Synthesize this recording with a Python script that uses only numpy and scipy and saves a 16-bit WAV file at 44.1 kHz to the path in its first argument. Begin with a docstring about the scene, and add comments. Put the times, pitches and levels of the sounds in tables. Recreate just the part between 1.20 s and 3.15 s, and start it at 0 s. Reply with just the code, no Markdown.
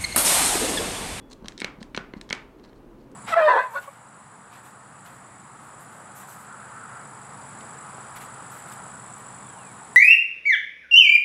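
"""A thin plastic toy egg is handled close to the microphone in a small room; a low rumble lies underneath.
A faint high whistle, a decaying sine, opens; then fingers rub (gritty noise) and bump (damped modes) the egg.
Its rim ticks under the thumbnails, and the shell dents and springs back in snaps, mostly paired:
filtered pushes with crackle, ringing modes and a hollow knock. Faint ticks and rubs end the handling.
Every touch gets a short answer from the room, a decaying noise tail."""
import sys
import numpy as np
from scipy import signal
from scipy.fft import rfft, irfft, next_fast_len
from scipy.io import wavfile
from scipy.ndimage import map_coordinates

SR = 44100
rng = np.random.default_rng(int(sys.argv[2]) if len(sys.argv) > 2 else 0)


def master_out(mix):
    """Clip the mix to full scale and print it as 16-bit PCM to the path in sys.argv[1]."""
    frames = np.transpose(np.atleast_2d(mix))
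    ceiling = np.clip(frames, -1, 1)
    pcm = np.round(ceiling * 32767).astype(np.int16)
    wavfile.write(sys.argv[1], SR, pcm)


N = 85995  # length in samples

# ringing modes of the plastic shell: f/Hz, level/dB, t60/s
SHELL_MODES = [(504, -3.5, 0.016), (1005, 0, 0.021), (1270, -13, 0.019), (1506, -2, 0.018),
               (3004, 2.5, 0.0081), (4190, 4.5, .012), (4970, -6.5, 0.0079), (5985, -1.5, 0.013),
               (8400, -9, 0.011)]
# modes of the hollow egg cupped in the hands: f/Hz, level/dB, t60/s
HOLLOW_MODES = [(87, -10, .035), (146, -2.5, 0.013), (209.5, 2.5, 0.027), (335, -1, 0.013),
                (417, -9.5, 0.016)]

CONTACT_S = 0.0005  # rise time of a click
LEVEL_WINDOW_S = 0.005  # a hit's level is its energy spread over this time


def snaps():
    """A patch of the shell pops through and rings at its own pitch; the shell rings too, the hollow knocks."""
    # dents and returns: t/s, level/dB, treble tilt/dB per octave, upper edge f/Hz,
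    # dent f/Hz, dent ring over push level/dB, hollow knock level/dB
    snap_events = [(0.4176, -26.5, 0.5, 5200, 2210, 0.5, -33.5),
                   (0.4446, -23.5, -0.5, 10000, 2216, -1.5, -35), (0.747, -30.5, 0, 5750, 2270, 0.5, -36),
                   (0.7753, -25, -0.7, 6740, 1480, -3, -29), (0.9365, -35.5, -5, 7000, 2060, -5.5, -38.5),
                   (1.1068, -27, -0.5, 4300, 2170, -0.5, -35.5), (1.1272, -21, 1, 8800, 2230, -3, -36)]
    # spectrum of the push on the shell: f/Hz, level/dB
    push_colour = [(100, -10), (350, 1.5), (1000, -1), (2300, 3.5), (4200, -1), (6000, -10.5),
                   (7200, -14.5), (10000, -16.5), (13000, -27), (16000, -36)]
    low_hz = 111  # the small shell radiates little below this
    shell_ring_db = -4  # the whole shell's ring against the push
    dent_t60_s = 0.018
    room_dent_db = -4.5  # the dent's ring as sent to the room, against the snap level
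    knock_tilt_db = 6.5  # per octave: a snap drives the hollow harder than a finger

    out = np.zeros(N)
    for s, db, tilt_db, top_hz, dent_hz, dent_db, knock_db in snap_events:
        near, spread = pushes(push_colour, tilt_db)
        dent = amp(dent_db) * ring([(dent_hz, 0, dent_t60_s)], 0)
        knock = amp(knock_db) * ring(HOLLOW_MODES, knock_tilt_db)
        shell = amp(shell_ring_db) * ring(SHELL_MODES, tilt_db)
        close = amp(db) * shaped(near + dent + shell, top_hz, low_hz)
        add(out, s, close + knock)
        to_room = amp(db) * shaped(spread, top_hz, low_hz) + knock
        add(out, s, room(to_room) + room(amp(db + room_dent_db) * dent))
    return out


def ticks():
    """Small clicks of the stiff rim: each a push with crackle that sets the rim's modes ringing."""
    # nails and rim: t/s, level/dB, treble tilt/dB per octave, lower edge f/Hz
    tick_events = [(0.258, -44, -5, 600), (0.283, -32.5, 0.5, 550), (.3208, -49, -4, 1200),
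                   (0.3779, -39.5, -5.5, 2500), (0.3878, -48, -4.5, 2800), (0.3971, -46.5, -3.5, 1500),
                   (0.4019, -34.5, 1.5, 1480), (0.4111, -42.5, -0.5, 790), (0.6281, -40.5, -1, 400),
                   (.7530, -50, -2, 900), (.7640, -36.5, -5, 3830), (0.774, -46, -4, 2480),
                   (1.0122, -39.5, 0, 700), (1.091, -45.5, -3.5, 1000), (1.1011, -37.5, -2.5, 3540),
                   (1.1487, -44.5, -1, 1000), (1.3963, -61.5, -9.5, 3000), (1.446, -59.5, -14, 3460),
                   (1.53, -59, -6.5, 990), (1.9154, -62.5, 7, 1000)]
    # ringing modes of the rim: f/Hz, level/dB, t60/s
    rim_modes = [(1760, 9.5, 0.012), (2195, 6, .014), (3176, 8, .014), (3780, 4.5, .016), (4100, 6, 0.013),
                 (5260, 7, .014), (5820, 4, .014), (6510, -10, 0.042), (7990, -3.5, 0.018),
                 (9730, -12, 0.014)]
    # spectrum of the push on the rim: f/Hz, level/dB
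    push_colour = [(100, -22), (400, -2), (1500, -3.5), (4000, 2), (6000, -4.5), (8500, -6.5),
                   (11000, -14.5), (16000, -44)]
    rim_ring_db = -1  # the rim's ring against the push
    top_hz = 12500  # upper edge of a tick

    out = np.zeros(N)
    for s, db, tilt_db, low_hz in tick_events:
        near, spread = pushes(push_colour, tilt_db)
        rim = amp(rim_ring_db) * ring(rim_modes, tilt_db)
        add(out, s, amp(db) * shaped(near + rim, top_hz, low_hz))
        add(out, s, room(amp(db) * shaped(spread, top_hz, low_hz)))
    return out


def bumps():
    """A soft finger sounds the hollow and rings the shell less strongly."""
    # finger bumps: t/s, level/dB, shell ring over hollow level/dB
    bump_events = [(0.224, -40, -15), (.2450, -33.5, -11.5), (.5860, -40, -18), (0.615, -36.5, -7.5),
                   (0.965, -32.5, -27)]
    shell_tilt_db = -6.5  # per octave: the shell's ring is dull under a soft finger

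    out = np.zeros(N)
    for s, db, clack_db in bump_events:
        clack = amp(clack_db) * ring(SHELL_MODES, shell_tilt_db)
        add(out, s, amp(db) * (ring(HOLLOW_MODES, 0) + clack))
    return out


def rubs():
    """Short gritty strokes of skin and nail on plastic: noise made uneven by stick and slip."""
    # strokes: t/s, length/s, level/dB, treble tilt/dB per octave
    rub_events = [(.098, 0.0096, -63, 5), (0.1078, 0.0171, -47.5, -1.5), (0.125, .013, -46.5, -0.5),
                  (0.237, 0.054, -56, -6), (0.6, 0.032, -57, -3.5), (0.961, 0.033, -60, -5),
                  (1.379, 0.024, -68, -5), (1.43, 0.039, -58, -5.5), (1.465, .05, -58, -7.5),
                  (1.554, 0.037, -70, -2), (1.776, 0.083, -71, -5.5)]
    # spectrum of the grit: f/Hz, level/dB
    grit_colour = [(300, -17.5), (1500, -5.5), (3300, -8), (4200, 4.5), (5200, -3), (6200, -3.5),
                   (8000, -7.5), (12000, -22.5), (16000, -41)]
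    slips_per_s, slip_db = 690, 4.5  # rate and depth of the stick and slip

    out = np.zeros(N)
    for s, length, db, tilt_db in rub_events:
        size = int(length * SR)
        slip = amp(slip_db * wobble(slips_per_s, SR // 2))
        grit = unit(noise(grit_colour, SR // 2, tilt_db) * slip)[:size]
        add(out, s, amp(db) * grit * signal.windows.tukey(size, .5))
    return out


def room(x):
    """The walls' answer builds up quickly; each frequency dies at its own speed."""
    # decay of the room: f/Hz, t60/s
    decay_times = [(150, 0.41), (500, 0.41), (1500, 0.35), (3000, 0.35), (6000, 0.27), (12000, 0.17)]
    # spectrum of the room's answer: f/Hz, level/dB
    tail_colour = [(150, 2.5), (500, -2.5), (1200, 7.5), (2200, 0.5), (4000, -7), (7000, -0.5),
                   (14000, -7.5)]
    room_db, build_s = -14.5, 0.007  # level of the answer, time of its build-up

    hz, t, z = signal.stft(noise(tail_colour, SR // 2), SR, nperseg=256)
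    decay = amp(-60 * t / along(decay_times, hz)[:, None])
    tail = signal.istft(z * decay, SR, nperseg=256)[1]
    tail_t = np.arange(len(tail)) / SR
    tail = tail * (1 - np.exp(-(tail_t / build_s) ** 2))
    return amp(room_db) * signal.fftconvolve(x, tail / np.linalg.norm(tail))[:N]


def whistle():
    """A faint high sine that swells and fades away exponentially."""
    peak_s, hz, peak_db = 0.018, 3400, -67.5  # level is rms
    rise_db_per_s, fall_db_per_s = 300, 97
    t = np.arange(N) / SR - peak_s
    fade_db = np.minimum(rise_db_per_s * t, -fall_db_per_s * t)
    return amp(peak_db + fade_db) * np.sqrt(2) * np.sin(2 * np.pi * hz * t)


def background():
    """The steady rumble of the surroundings: coloured noise."""
    # spectrum of the rumble: f/Hz, level/dB
    rumble_colour = [(8, -48), (20, -9), (32, -1), (55, -10.5), (96, -20), (125, -9), (160, -14.5),
                     (245, -6.5), (400, -10.5), (740, -22.5), (900, -20.5), (2100, -35.5), (2700, -37.5),
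                     (4800, -46.5), (8000, -50), (16000, -52.5)]
    rumble_db = -49  # rms
    return amp(rumble_db) * noise(rumble_colour, N)


def pushes(colour, tilt_db):
    """One sudden push: with its crackle as heard close up, and smooth as the sum of all directions."""
    splinter_db, splinter_t60_s = 6.5, 0.012  # the crackle of the wall: level over the push, decay
    t = np.arange(SR // 10) / SR
    pulse = unit_hit(1. * (np.arange(len(t)) == round(CONTACT_S * SR)))
    crackle = rng.standard_normal(len(t)) * amp(-60 * t / splinter_t60_s)
    splinter = unit_hit(crackle * (1 - np.exp(-t / CONTACT_S)))

    def gain(hz):
        """Spectrum of the push with its tilt."""
        return amp(along(colour, hz)) * tilted(hz, tilt_db)

    near = unit_hit(causal(pulse + amp(splinter_db) * splinter, gain))
    spread = unit_hit(causal(pulse, gain))
    return near, spread


def ring(modes, tilt_db):
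    """Damped modes after one contact, of alternating sign and slightly random strength."""
    scatter_db = 2.5  # change of each mode from click to click
    t = np.arange(SR // 10) / SR
    x = np.zeros(len(t))
    for k, (hz, db, t60) in enumerate(modes):
        level_db = db + scatter_db * rng.standard_normal()
        strength = (-1) ** k * tilted(hz, tilt_db)
        x += strength * amp(level_db - 60 * t / t60) * np.sin(2 * np.pi * hz * t)
    return unit_hit(x * (1 - np.exp(-t / CONTACT_S)))


def shaped(x, top_hz, low_hz):
    """x in the band that a contact allows, at unit level."""
    def gain(hz):
        """Slopes of 18 dB per octave beyond both edges."""
        return 1 / np.sqrt((1 + (hz / top_hz) ** 6) * (1 + (low_hz / (hz + 1)) ** 6))

    return unit_hit(causal(x, gain))


def causal(x, gain):
    """x through the causal minimum-phase filter with the given gain over frequency."""
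    size = 2 * len(x)
    log_gain = np.log(np.maximum(gain(np.fft.rfftfreq(size, 1 / SR)), 1e-6))
    cepstrum = irfft(log_gain, size)
    # folding the cepstrum forward leaves no response before the hit
    cepstrum[1:size // 2] *= 2
    cepstrum[size // 2 + 1:] = 0
    return irfft(rfft(x, size) * np.exp(rfft(cepstrum)), size)[:len(x)]


def noise(colour, size, tilt_db=0):
    """Coloured noise of rms 1."""
    hz = np.fft.rfftfreq(size, 1 / SR)
    spectrum = rfft(rng.standard_normal(size))
    return unit(irfft(spectrum * amp(along(colour, hz)) * tilted(hz, tilt_db), size))


def wobble(rate, size):
    """A smooth random curve, rate knots a second."""
    knots = rng.standard_normal(size)
    return map_coordinates(knots, [np.arange(size) * rate / SR])


def tilted(hz, tilt_db):
    """Gain of a slope in dB per octave, 1 at 1 kHz and flat below 100 Hz."""
    return amp(tilt_db * np.log2(np.maximum(hz, 100) / 1000))


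def along(points, hz):
    """Values at hz between (f/Hz, value) points on a log frequency axis."""
    f, v = np.transpose(points)
    return np.interp(np.log(hz + 1), np.log(f + 1), v)


def amp(db):
    """Decibels to gain."""
    return 10 ** (np.asarray(db) / 20)


def unit(x):
    """x at rms 1."""
    return x / np.sqrt(np.mean(x ** 2) + 1e-20)


def unit_hit(x):
    """x with the energy of rms 1 over the level window."""
    return x / np.sqrt(np.sum(x ** 2) / (LEVEL_WINDOW_S * SR) + 1e-20)


def add(track, s, x):
    """Mix x into track from time s."""
    part = track[round(s * SR):][:len(x)]
    part += x[:len(part)]


def scene():
    """The egg close to the microphone, its room, the whistle and the background."""
    fingers = bumps() + rubs()
    egg = snaps() + ticks() + fingers + room(fingers)  # snaps and ticks bring their own room
    return (egg + whistle() + background())[None]


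def record(dry):
    """The recorder keeps nothing above its band limit."""
    top_hz = 16100
    m = next_fast_len(N + SR // 2)
    kept = np.fft.rfftfreq(m, 1 / SR) < top_hz
    return irfft(rfft(dry, m) * kept, m)[..., :N]


dry = scene()
out = record(dry)
master_out(out)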